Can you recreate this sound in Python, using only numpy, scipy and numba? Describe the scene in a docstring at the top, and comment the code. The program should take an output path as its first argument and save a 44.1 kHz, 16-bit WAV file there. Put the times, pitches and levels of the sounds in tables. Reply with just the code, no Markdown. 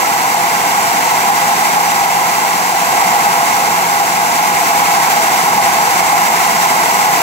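"""A small engine model whirs steadily on a workbench, close to a phone with two microphone ports.
Dense rubbing and rattling of rods, slides and gears is noise that rings the frame, bed and bench.
The drive adds a faint hum, gear tone and whine as sines locked to its shaft; the room rumbles low.
The phone's quick gain control ducks every surge of the roar, and the loudest peaks clip."""
import sys
import numpy as np
from scipy import signal
from scipy.fft import rfft, irfft, next_fast_len
from scipy.io import wavfile
from scipy.ndimage import uniform_filter1d
from numba import njit

SR = 44100
rng = np.random.default_rng(int(sys.argv[2]) if len(sys.argv) > 2 else 0)


def unload_wav(signal):
    """Save mono or channel-first audio to the path in sys.argv[1] as 16-bit WAV at rate SR, clipped to [-1, 1]."""
    wavfile.write(
        sys.argv[1],
        SR,
        np.round(np.clip(np.atleast_2d(signal).T, -1, 1) * 32767).astype(np.int16),
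    )


N = 318392
PORT_LAG_S = 21 / 44100  # the right port hears later
SHAFT_HZ, SHAFT_WANDER = 21.885, .0008  # turns a second; scale of the wander as a share of the speed
ROOM_T60_S, ROOM_DB, ROOM_DULL_HZ = .3, -17, 2500  # the echoes fade above the last

# whir: overall level, then the pitches where slides take over from frame and where throbless hiss starts
WHIR_DB, SCRAPE_FROM_HZ, HISS_FROM_HZ = -8.5, 1340, 2500
RUMBLE_PER_LOAD = 1.08  # dB of frame rumble for each dB of load
CHATTER_DB, CHATTER_RATE_HZ = 0.78, 55  # unevenness of the slides at mean load, changes a second
CHATTER_PER_LOAD = 1.8  # dB of growth in the chatter's depth for each dB of load
FRAME_THROB_DB, SLIDE_THROB_DB = 0.7, 0.45  # peak swell, twice a shaft turn and once a turn

HUM_ORDER, GEAR_ORDER, WHINE_ORDER = 8, 62, 216  # cycles per shaft turn
HUM_DB, GEAR_DB, WHINE_DB = -35, -34, -45  # middle peak levels at the left port
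WHINE_WOBBLE_RAD = 2.2
RUMBLE_DB = -58
GAIN_TOP_DB, GAIN_RATIO, GAIN_ATTACK_S, GAIN_RELEASE_S = -14, 1.87, 0.0041, 0.014
CLIP_LEVEL, TOP_HZ = .9, 15750


def undb(db):
    """Gain of a level in dB."""
    return 10 ** (np.asarray(db) / 20)


def curve(seconds, db):
    """A control curve at every sample, in dB about its mean."""
    line = np.interp(np.arange(N) / SR, seconds, db)
    return line - line.mean()


def walk(rate):
    """Random levels held 1 / rate s and slewed twice; spread near 1."""
    hold = int(SR / rate)
    steps = np.repeat(rng.standard_normal(N // hold + 1), hold)
    slewed = uniform_filter1d(uniform_filter1d(steps, hold), hold)
    return 1.3 * slewed[:N]


def shaft():
    """Angle in radians of the slightly wandering drive shaft, summed from its speed."""
    speed_hz = SHAFT_HZ * (1 + SHAFT_WANDER * walk(1.5))
    return 2 * np.pi * np.cumsum(speed_hz) / SR


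def contacts(size, grain_db):
    """Spectrum of countless tiny contacts of uneven strength: noise with random gain on each sample."""
    strength = undb(grain_db * rng.exponential(size=size))
    return rfft(rng.standard_normal(size) * strength)


def echoes(size):
    """Response of the direct path plus a short, dulled random tail from walls and shelves."""
    s = np.arange(SR // 2) / SR
    tail = rng.standard_normal(len(s)) * undb(-60 * s / ROOM_T60_S) * (s > .003)
    tail = tail / np.sqrt(np.sum(tail ** 2))
    hz = np.arange(size // 2 + 1) * SR / size
    dull = 1 / (1 + 1j * hz / ROOM_DULL_HZ)
    return 1 + undb(ROOM_DB) * dull * rfft(tail, size)


# Resonances of frame, bed and bench. Each row: centre in Hz, width in Hz before the skirts are steepened,
# relative level at left and at right port in dB, phase of the right port in radians,
# share of the sound that is alike at both ports (0-1).
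RESONANCES = [(118.0, 100.0, -28.7, -30.3, -0.3, 0.73), (205.0, 170.0, -18.1, -19.3, 0.4, 0.95),
              (369.0, 150.0, -19.9, -19.1, 0.7, 0.93), (492.0, 110.0, -18.0, -14.8, 0.4, 0.88),
              (564.0, 80.0, -25.4, -22.0, -2.5, 1.0), (689.0, 61.0, -6.8, -6.6, 1.6, 0.9),
              (755.0, 88.0, -5.4, -6.3, 1.3, 0.94), (824.0, 84.0, -0.8, -0.7, 1.3, 0.94),
              (916.0, 100.0, -5.0, -7.5, 1.5, 0.93), (1020.0, 140.0, -8.7, -5.3, 1.6, 0.91),
              (1120.0, 120.0, -12.6, -7.5, 1.3, 0.89), (1240.0, 140.0, -13.6, -13.8, 1.0, 0.91),
              (1340.0, 110.0, -12.1, -9.2, 1.6, 0.86), (1530.0, 150.0, -13.0, -12.8, 1.8, 0.67),
              (1650.0, 520.0, -20.9, -14.8, 2.1, 0.59), (2060.0, 590.0, -29.9, -11.8, 0.2, 0.8),
              (2160.0, 700.0, -17.1, -30.6, 1.9, 0.89), (2690.0, 430.0, -26.3, -19.2, 1.2, 0.65),
              (3110.0, 1400.0, -23.4, -27.3, -0.4, 0.1), (3940.0, 900.0, -23.6, -30.6, 0.2, 0.42),
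              (4750.0, 880.0, -23.2, -25.1, -0.8, 0.5), (5590.0, 1300.0, -22.8, -23.2, -0.3, 0.5),
              (6530.0, 1600.0, -23.3, -25.8, 0.4, 0.37), (7450.0, 1600.0, -21.8, -30.5, 2.3, 0.25),
              (8060.0, 1100.0, -25.9, -23.8, -2.4, 0.49), (8840.0, 670.0, -35.5, -27.7, -2.1, 0.5),
              (10700.0, 2200.0, -34.6, -24.8, -1.2, 0.52), (12300.0, 5800.0, -30.2, -34.1, -2.1, 0.48),
              (13600.0, 2700.0, -32.3, -25.9, 2.7, 0.55), (15300.0, 2700.0, -29.9, -34.6, -2.6, 0.43)]
# Level of the whir, rising and sagging with the load. Each row: time in seconds,
# level in dB (centred on the mean of the whole curve when played).
LOAD_CURVE = [(0.0, -0.5), (1.67, 1.45), (2.76, -1), (3.04, 2.6), (4.1, -0.4), (4.91, 2.5), (7.22, 2.5)]


def whir(turn):
    """One stream of contacts rings all resonances; the right port hears it later and only partly alike."""
    size = next_fast_len(N)
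    hz = np.arange(1, size // 2 + 2) * SR / size  # starts one bin up to avoid dividing by zero
    left_power, right_power, alike_sum, weight_sum = 0, 0, 0, 0
    for centre_hz, width_hz, left_db, right_db, phase, share in RESONANCES:
        detune = (hz ** 2 - centre_hz ** 2) / (hz * width_hz)
        ring = 1 / (1 + detune ** 2) ** 2  # power of a steep resonance
        left_power = left_power + ring * undb(2 * left_db)
        right_power = right_power + ring * undb(2 * right_db)
        weight = (ring * undb(left_db + right_db)) ** 2
        alike_sum = alike_sum + weight * share * np.exp(1j * phase)
        weight_sum = weight_sum + weight
    alike = alike_sum / weight_sum  # the strongest resonance at each pitch counts most

    direct, diffuse = contacts(size, grain_db=1.5), contacts(size, grain_db=1.0)
    lag = np.exp(-2j * np.pi * hz * PORT_LAG_S)
    unlike = np.sqrt(1 - np.abs(alike) ** 2 + 1e-9)
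    right_contacts = alike * direct * lag + unlike * diffuse
    ports = np.array([np.sqrt(left_power) * direct, np.sqrt(right_power) * right_contacts])
    ports = ports * echoes(size)

    # crossfades over pitch: frame, then slides, then their hiss
    slides = 1 / (1 + (SCRAPE_FROM_HZ / hz) ** 4)
    hiss = 1 / (1 + (HISS_FROM_HZ / hz) ** 6)
    frame_sound = irfft(ports * (1 - slides), size)[:, :N]
    scrape_sound = irfft(ports * slides * (1 - hiss), size)[:, :N]
    hiss_sound = irfft(ports * slides * hiss, size)[:, :N]

    load_db = curve(*np.transpose(LOAD_CURVE))
    # the slides chatter, the more so under load
    chatter_db = CHATTER_DB * undb(CHATTER_PER_LOAD * load_db) * walk(CHATTER_RATE_HZ)
    frame_sound = frame_sound * undb(RUMBLE_PER_LOAD * load_db + FRAME_THROB_DB * np.sin(2 * turn))
    scrape_sound = scrape_sound * undb(SLIDE_THROB_DB * np.sin(turn))
    slide_sound = (scrape_sound + hiss_sound) * undb(load_db + chatter_db)
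    out = frame_sound + slide_sound
    return out * undb(WHIR_DB) / np.sqrt(np.mean(out ** 2))


def drive(turn):
    """Hum, gear tone and tooth whine are sines locked to the shaft; the whine wobbles once a turn."""
    hum = undb(HUM_DB + 0.83 * walk(3.0)) * np.sin(HUM_ORDER * turn + 0.4 * walk(5.5))
    wobble = WHINE_WOBBLE_RAD * np.sin(turn)
    whine = undb(WHINE_DB + 4 * walk(3.4)) * np.sin(WHINE_ORDER * turn + wobble)
    gear = undb(GEAR_DB + 3.8 * walk(6.4)) * np.sin(GEAR_ORDER * turn + 1.5 * walk(12))
    left = hum + whine + gear
    late = np.roll(undb(-9) * whine + undb(0.5) * gear, int(PORT_LAG_S * SR))
    right = undb(0.5) * hum + late
    return np.array([left, right])


def workshop():
    """Low rumble of the room: band-passed noise, partly alike at both ports."""
    mid, left, right = rng.standard_normal((3, N))
    band = signal.butter(2, [55, 110], "bandpass", fs=SR, output="sos")
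    low = signal.sosfilt(band, [mid + .6 * left, .8 * mid + .6 * right])
    return low * undb(RUMBLE_DB) / np.sqrt(np.mean(low ** 2))


def scene():
    """Whir, drive tones and room together."""
    turn = shaft()
    return whir(turn) + drive(turn) + workshop()


@njit
def follow(x, attack, release):
    """Envelope that rises at one speed and falls at another."""
    out, level = np.empty(len(x)), x[:2000].mean()
    for i in range(len(x)):
        level += (x[i] - level) * (attack if x[i] > level else release)
        out[i] = level
    return out


def record(dry):
    """Gain control shared by both ports ducks the surges; the loudest peaks clip; the top is cut."""
    loudness = follow(np.abs(dry).mean(axis=0), 1 / (GAIN_ATTACK_S * SR), 1 / (GAIN_RELEASE_S * SR))
    gain = np.minimum(1, undb(GAIN_TOP_DB) / loudness) ** (1 - 1 / GAIN_RATIO)
    clipped = np.clip(gain * dry, -CLIP_LEVEL, CLIP_LEVEL)
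    top_cut = signal.ellip(16, .2, 85, TOP_HZ, fs=SR, output="sos")
    return signal.sosfilt(top_cut, clipped)


dry = scene()
out = record(dry)
unload_wav(out)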